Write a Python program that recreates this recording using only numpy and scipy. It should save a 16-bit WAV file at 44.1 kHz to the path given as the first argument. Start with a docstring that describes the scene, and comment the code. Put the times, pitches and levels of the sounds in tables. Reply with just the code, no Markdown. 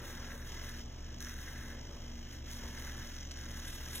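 """A small electric nail drill files a fingernail close to the microphone, in a quiet humming room.
Grains of the sanding band strike the nail at random: the impacts hiss, excite the nail's resonances,
rub dully on the fingertip and, near the end, rasp on the free edge. The motor slows under load, and
now and then the band catches with a tick. With every turn the drive knocks through the handpiece's
housing and the bit rattles in its chuck."""
import sys
import numpy as np
from scipy import signal
from scipy.fft import rfft, irfft
from scipy.io import wavfile

SR = 44100
rng = np.random.default_rng(int(sys.argv[2]) if len(sys.argv) > 2 else 0)


def wav_out(sig):
    """Save sig, one row per channel (or a flat mono array), as 16-bit PCM at SR to the path in sys.argv[1]."""
    wavfile.write(sys.argv[1], SR, np.round(np.clip(np.atleast_2d(sig).T, -1, 1) * 32767).astype(np.int16))


N = 176400
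T = np.arange(N) / SR
SIDES = np.array([[1], [-1]])  # left, right

# Hum of machines in the room: f/Hz, level/dB
HUM_TONES = [(26.7, -50), (69.9, -50), (116, -61), (120.3, -61.5), (174, -68.5), (270, -67.5)]
# Spectrum of the room's air noise: f/Hz, relative level/dB
AIR_SPECTRUM = [(18, -7), (40, -3.5), (58, 5.5), (82, -4), (110, -4), (160, -6), (220, -12.5), (340, -8.5),
                (420, -17.5), (600, -16), (900, -21.5), (1300, -25), (15000, -118)]
# Likeness of that noise on the two sides: f/Hz, left-right correlation
AIR_CORRELATION = [(50, .999), (125, 0.99), (250, 0.87), (500, 0.39), (800, 0.043), (1500, 0.077),
                   (8000, 0.29)]
# Left-right phase shift of the recorder's stereo processing, widening the drill: f/Hz, phase/rad
STEREO_PHASE = [(0, 0), (1600, 0), (2600, 1.1), (4000, 1.9), (4700, 3.14), (6870, 6.28), (9020, 9.42),
                (11020, 12.57), (13150, 15.71), (15200, 18.85), (16000, 18.9)]
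# Balance of the drill: f/Hz, gain added on the left and taken from the right/dB
DRILL_BALANCE = [(300, 1.8), (800, 0.5), (1500, 0.9), (2700, -1.15), (4000, 0.03), (15000, -0.1)]

# Spindle speed, sagging under load: t/s, rotation frequency/Hz
SPINDLE_SPEED = [(0, 39.6), (.55, 41), (.76, 41.3), (.88, 47), (1.17, 51.5), (1.25, 43.3), (1.66, 39.4),
                 (1.82, 51), (2.05, 52.7), (2.42, 52), (2.6, 44), (3.0, 39.5), (3.25, 47), (3.55, 35.3),
                 (4, 42.4)]
# Work on the nail: t/s, relative grit level/dB, relative nail level/dB, handpiece level/dB
WORK_LEVELS = [(0, -68, -53.5, -58.5), (.08, -59, -52, -63), (.25, -71.5, -57, -53), (.31, -64, -51, -60),
               (.385, -63.5, -57, -89), (.43, -70.5, -52, -75), (.48, -66.5, -57.5, -53),
               (.60, -65.5, -55, -53), (.69, -63, -53, -58), (.81, -72, -59.5, -53),
               (.845, -83.5, -67.5, -60), (1.198, -83, -61.5, -58), (1.207, -61.5, -52.5, -70),
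               (1.285, -63, -50, -57), (1.35, -66, -55, -61), (1.47, -63.5, -52.5, -59),
               (1.62, -66.5, -53.5, -60), (1.725, -66.5, -56, -59), (1.77, -84, -63, -57.5),
               (2.0, -79, -64, -57.5), (2.25, -80, -62.5, -57.5), (2.335, -70.5, -58, -55.5),
               (2.43, -83, -68, -60), (2.48, -70, -55, -54), (2.53, -60.5, -57, -55.5),
               (2.62, -67.5, -54, -53.5), (2.74, -65.5, -55, -57), (2.79, -61, -50.5, -58.5),
               (3.0, -66, -52, -55.5), (3.22, -76.5, -58.5, -54), (3.295, -82, -68, -58),
               (3.318, -73, -52, -52), (3.335, -75, -65, -58), (3.362, -79, -59.5, -55.5),
               (3.385, -69.5, -52, -54.5), (3.55, -65.5, -56.5, -57.5), (3.68, -65.5, -53.5, -52.5),
               (3.745, -63, -59, -54), (3.83, -63.5, -54.5, -54.5), (4, -65, -58, -51.5)]
# Response of the handpiece's housing: f/Hz, relative level/dB
HOUSING_SPECTRUM = [(400, -9.5), (1200, -16.5), (1730, -5.5), (2100, -2), (2600, -3), (3050, 5),
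                    (3500, 0.5), (4500, -5), (5450, 4), (6700, -1.5), (8500, -18.5), (11200, -32),
                    (14200, -12), (15400, -18)]
# Rattle of the bit in its chuck: t/s, level/dB
CHUCK_LEVELS = [(0, -68), (.22, -63), (.4, -70), (.55, -64), (.95, -68), (1.195, -64), (1.215, -52),
                (1.27, -53), (1.34, -59), (1.85, -66.5), (2.42, -78), (2.52, -61), (2.68, -67), (2.83, -57),
                (3.03, -62.5), (3.22, -54.5), (3.28, -62.5), (3.42, -57.5), (4, -60)]
# Spectrum of that rattle: f/Hz, relative level/dB
CHUCK_SPECTRUM = [(500, -33), (1750, -1), (2500, -23), (3200, 0), (4600, -11), (5600, 6), (6300, 8),
                  (7000, -4), (8000, -15.5), (11000, -19), (15500, -31)]

# Catches of the band on the nail: t/s, relative peak level/dB, crack level re that peak/dB
BAND_CATCHES = [(1.2049, -33, -3), (2.514, -36, -6), (2.533, -32, -4), (2.785, -35, -20),
                (3.311, -33.5, -17), (3.316, -36, -15), (3.373, -38, -20)]
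# Spectrum of a catch: f/Hz, relative level/dB
CATCH_SPECTRUM = [(300, -14), (1700, 6), (2600, 2), (5800, 18.5), (7500, 6), (9000, 5.5), (15500, -27)]
# Dull rubbing on the fingertip: t/s, level/dB
FINGERTIP_LEVELS = [(0, -57), (.25, -57), (.45, -62.5), (.62, -58), (.88, -66), (.98, -62), (1.18, -71.5),
                    (1.65, -60), (2.08, -62), (2.3, -78.5), (2.66, -58.5), (3.05, -62), (3.27, -72),
                    (3.42, -62), (4, -61)]
# Spectrum of that rubbing: f/Hz, relative level/dB
FINGERTIP_SPECTRUM = [(200, -15.5), (350, -7), (560, -6), (730, -14), (980, -8), (1300, -14.5),
                      (2500, -25.5), (8000, -67)]
# Shrill rasp on the nail's free edge: t/s, level/dB
EDGE_LEVELS = [(3.45, -94), (3.62, -66), (3.68, -52), (3.71, -60), (3.745, -50.5), (3.79, -67), (3.92, -55),
               (3.95, -47), (4, -47.5)]
# Spectrum of that rasp: f/Hz, relative level/dB
EDGE_SPECTRUM = [(1500, -12), (2700, -6.5), (3700, 1.5), (4600, -15), (7000, -7), (8400, -3), (10500, -4.5),
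                 (12000, 0), (15700, -19)]
# Hiss of the abrasive: f/Hz, relative level/dB
GRIT_SPECTRUM = [(500, -7.5), (1200, 6.5), (2400, 0), (3700, 10.5), (4500, -1.5), (6500, 9.5), (7600, -1.5),
                 (8600, 2.5), (10000, 2), (11000, -2), (11900, 5), (14000, -0.5), (15700, 0.5)]
# Resonances of the nail: unshifted f/Hz, bandwidth/Hz, relative level/dB
NAIL_RESONANCES = [(1390, 366, -2.5), (1730, 160, 5), (2080, 136, 0.5), (2940, 460, -11), (3910, 170, -7.5),
                   (5850, 175, -3)]
# Shift of the resonances as the band moves over the nail: t/s, frequency ratio
NAIL_TUNING = [(0, 0.95), (.4, 0.98), (1.3, 0.98), (2.75, 0.999), (3.15, 0.99), (4, .95)]


def from_db(db):
    """Amplitude ratio of a level: a factor of ten per 20 dB."""
    return 10 ** (np.asarray(db) / 20)


def unit_rms(x):
    """Normalisation to unit mean power."""
    return x / np.sqrt(np.mean(x ** 2) + 1e-20)


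def in_time(rows):
    """Linear interpolation of each column of a time table at every sample."""
    times, *columns = np.transpose(rows)
    return [np.interp(T, times, column) for column in columns]


def at_hz(points, hz):
    """Interpolation of a spectrum on a logarithmic frequency axis."""
    f, value = np.transpose(points)
    return np.interp(np.log(hz + 1), np.log(f), value)


def drift(corner_hz):
    """Slow random fluctuation: low-pass noise of unit rms."""
    step, settle = 40, 2000  # samples per noise value; values dropped while the filter settles
    r = np.exp(-2 * np.pi * corner_hz * step / SR)
    white = rng.standard_normal(N // step + settle + 2)
    slow = signal.lfilter([1], [1, -2 * r, r * r], white)[settle:]
    return np.interp(np.arange(N) / step, np.arange(len(slow)), unit_rms(slow))


def colour(x, spectrum, size=8192):
    """Minimum-phase filter of unit energy with the given spectrum."""
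    magnitude = from_db(at_hz(spectrum, np.fft.rfftfreq(size, 1 / SR)))
    cepstrum = irfft(np.log(magnitude))
    cepstrum[1:size // 2] *= 2  # folding the cepstrum makes the response causal
    cepstrum[size // 2 + 1:] = 0
    response = irfft(np.exp(rfft(cepstrum)))
    return signal.fftconvolve(x, response / np.linalg.norm(response))[:N]


def resonance(x, hz, width_hz, block=256):
    """Damped two-pole resonator with unit peak gain and a moving centre frequency."""
    r = np.exp(-np.pi * width_hz / SR)
    b = np.array([1, 0, -1]) * (1 - r * r) / 2
    state, out = np.zeros(2), np.zeros(N)
    for i in range(0, N, block):
        a = [1, -2 * r * np.cos(2 * np.pi * hz[i] / SR), r * r]
        out[i:i + block], state = signal.lfilter(b, a, x[i:i + block], zi=state)
    return out


def air_noise(level_db=-51.5, leftward_db=0.4):
    """Partial coherence: the room's dull air noise is alike on both sides in the bass."""
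    correlation = at_hz(AIR_CORRELATION, np.fft.rfftfreq(N, 1 / SR))
    mid, side = (rfft(colour(white, AIR_SPECTRUM)) for white in rng.standard_normal((2, N)))
    air = irfft(np.sqrt(1 + correlation) * mid + np.sqrt(1 - correlation) * side * SIDES, N)
    return from_db(level_db + leftward_db * SIDES) * unit_rms(air)


def hum_tone(hz, db, waver=0.15):
    """Slow random modulation of amplitude and phase makes a sinusoid waver."""
    amplitude = from_db(db) * np.sqrt(2) * (1 + waver * drift(1.9))
    phase = 2 * np.pi * (hz * T + rng.random()) + waver * drift(1.6)
    return amplitude * np.sin(phase)


def machine_hum(beat_depth=0.48, beat_top_s=0.29, beat_period_s=0.467):
    """Superposition of low machine tones; amplitude modulation gives the clearest a slow beat."""
    beat = 1 + beat_depth * np.cos(2 * np.pi * (T - beat_top_s) / beat_period_s)
    return sum(hum_tone(hz, db) for hz, db in HUM_TONES) + beat * hum_tone(hz=235.5, db=-59)


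def stereo_image(direct, scattered, echo_db=-14, t60_s=0.24):
    """Left-right phase shift: the recorder's stereo processing widens the drill and its reflections."""
    t, hz = T[:SR // 4], np.fft.rfftfreq(N, 1 / SR)
    tails = rng.standard_normal((2, len(t))) * from_db(-60 * t / t60_s)
    tails /= np.linalg.norm(tails, axis=1, keepdims=True)
    reflections = from_db(echo_db) * signal.fftconvolve(direct[None], tails, axes=1)[:, :N]
    mid, side = rfft(direct + np.array([scattered, -scattered]) + reflections)
    half_shift = np.interp(hz, *np.transpose(STEREO_PHASE)) / 2
    channels = mid * np.cos(half_shift) + 1j * side * np.sin(half_shift) * SIDES
    return irfft(channels * from_db(at_hz(DRILL_BALANCE, hz) * SIDES), N)


def sample_at(turn, turns):
    """Inverse of the rotation: the sample at which the spindle reaches a given turn."""
    return np.interp(turn, turns, np.arange(N)).astype(int)


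def eccentricity(turns, swing_db):
    """Amplitude modulation: the slightly off-centre bit bears harder once in each turn."""
    return from_db(swing_db * np.cos(2 * np.pi * turns))


def handpiece(turns, per_turn=8, jitter=0.082, spread_db=14.5, bearing_db=10):
    """Forced vibration: uneven knocks of the drive and bearing noise sound through the housing."""
    timing, strength = rng.standard_normal((int(turns[-1] * per_turn), 2)).T
    onsets = sample_at((np.arange(len(timing)) + jitter * timing) / per_turn, turns)
    knocks = np.zeros(N)
    knocks[onsets] = from_db(spread_db * np.clip(strength, -2, 2))
    bearings = from_db(bearing_db) * rng.standard_normal(N)
    drive = (unit_rms(knocks) + bearings) * eccentricity(turns, swing_db=2.5)
    return unit_rms(colour(drive, HOUSING_SPECTRUM))


def chuck(turns, per_turn=3, jitter=0.13, spread_db=2.5, rebound_db=-5.5, burst_s=0.00076):
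    """Impact and rebound: the bit strikes its chuck once a turn, with weaker bounces between."""
    k = np.arange(int(turns[-1] * per_turn))
    timing, strength = np.clip(rng.standard_normal((len(k), 2)), -1.5, 1.5).T
    onsets = sample_at((k + jitter * timing) / per_turn, turns)
    is_rebound = k % per_turn > 0
    impacts = np.bincount(onsets, from_db(spread_db * strength + rebound_db * is_rebound), N)
    r = np.exp(-1 / (burst_s * SR))
    envelope = signal.lfilter([1], [1, -2 * r, r * r], impacts + 1e-18)
    level_db, = in_time(CHUCK_LEVELS)
    return from_db(level_db) * unit_rms(colour(envelope * rng.standard_normal(N), CHUCK_SPECTRUM))


def catches(gain_db=-5, decay_s=0.0017, crack_hz=9000):
    """Damped transients: the band bites the nail's edge with a snap, some with a bright crack."""
    snap, crack = np.zeros((2, N))
    for onset_s, peak_db, crack_db in BAND_CATCHES:
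        envelope = from_db(peak_db + gain_db) * (T >= onset_s) * np.exp(-np.abs(T - onset_s) / decay_s)
        snap += envelope
        crack += envelope * from_db(crack_db)
    highpass = signal.butter(2, crack_hz, "high", fs=SR, output="sos")
    bright = signal.sosfilt(highpass, crack * rng.standard_normal(N))
    return colour(snap * rng.standard_normal(N), CATCH_SPECTRUM) + bright


def coarse_grains(turns, count=60, memory=0.93):
    """Quasi-periodic excitation: the coarsest grains return each turn, their force slowly changing."""
    passes = np.arange(int(turns[-1]) + 1)[:, None] + rng.random(count)
    force = signal.lfilter([1], [1, -memory], rng.standard_normal(passes.shape), axis=0)
    force *= passes < turns[-1]
    return unit_rms(np.bincount(sample_at(passes, turns).ravel(), force.ravel(), N))


def grains(turns, hits_per_s=6000, spread_db=4.5, coarse_db=-4.5, chatter_db=1.94):
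    """Shot noise: fine and coarse grains strike the nail, modulated by rotation and contact chatter."""
    hits = rng.random(N) < hits_per_s / SR
    force = from_db(spread_db * np.clip(rng.standard_normal(N), -2, 2)) * rng.choice([-1, 1], N)
    contact = eccentricity(turns, swing_db=1.17) * from_db(chatter_db * drift(21.5))
    impacts = unit_rms(hits * force) + from_db(coarse_db) * coarse_grains(turns)
    return unit_rms(impacts * contact)


def abrasion(turns, spectrum):
    """Source and filter: grain impacts take the colour of the abrasive or of a part of the finger."""
    return unit_rms(colour(grains(turns), spectrum))


def nail_ring(turns, band_hz=(1140, 6540)):
    """Modal superposition: grain impacts excite the nail's resonances, summed in alternating sign."""
    scrape = grains(turns)
    shift, = in_time(NAIL_TUNING)
    ring = sum(from_db(db) * (-1) ** k * resonance(scrape, hz * shift, width_hz)
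               for k, (hz, width_hz, db) in enumerate(NAIL_RESONANCES))
    bandpass = signal.butter(2, band_hz, "band", fs=SR, output="sos")
    return unit_rms(signal.sosfilt(bandpass, ring))


def drill(turns, grit_gain_db=9.5, nail_gain_db=-0.5):
    """Superposition of sanding and rattling, all timed by the same rotation."""
    grit_db, nail_db, handpiece_db = in_time(WORK_LEVELS)
    fingertip_db, = in_time(FINGERTIP_LEVELS)
    edge_db, = in_time(EDGE_LEVELS)
    grit = from_db(grit_db + grit_gain_db) * abrasion(turns, GRIT_SPECTRUM)
    nail = from_db(nail_db + nail_gain_db) * nail_ring(turns)
    fingertip = from_db(fingertip_db) * abrasion(turns, FINGERTIP_SPECTRUM)
    edge = from_db(edge_db) * abrasion(turns, EDGE_SPECTRUM)
    rattle = from_db(handpiece_db) * handpiece(turns) + chuck(turns)
    return grit + nail + fingertip + edge + rattle


def scene(speed_wobble=0.008, scatter_db=-17.5):
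    """The drill's direct and scattered sound fields add to the room's hum and air noise."""
    speed_hz, = in_time(SPINDLE_SPEED)
    turns = np.cumsum(speed_hz * (1 + speed_wobble * drift(6))) / SR
    room = machine_hum() + air_noise()
    direct = drill(turns) + catches()
    scattered = from_db(scatter_db) * drill(turns)  # same rotation, incoherent with the direct sound
    return room + stereo_image(direct, scattered)


def record(dry):
    """Band limiting: a steep linear-phase low-pass removes the highest treble."""
    lowpass = signal.firwin(401, cutoff=15800, fs=SR, window="blackman")
    return signal.fftconvolve(dry, lowpass[None], "same", axes=1)


dry = scene()
out = record(dry)
wav_out(out)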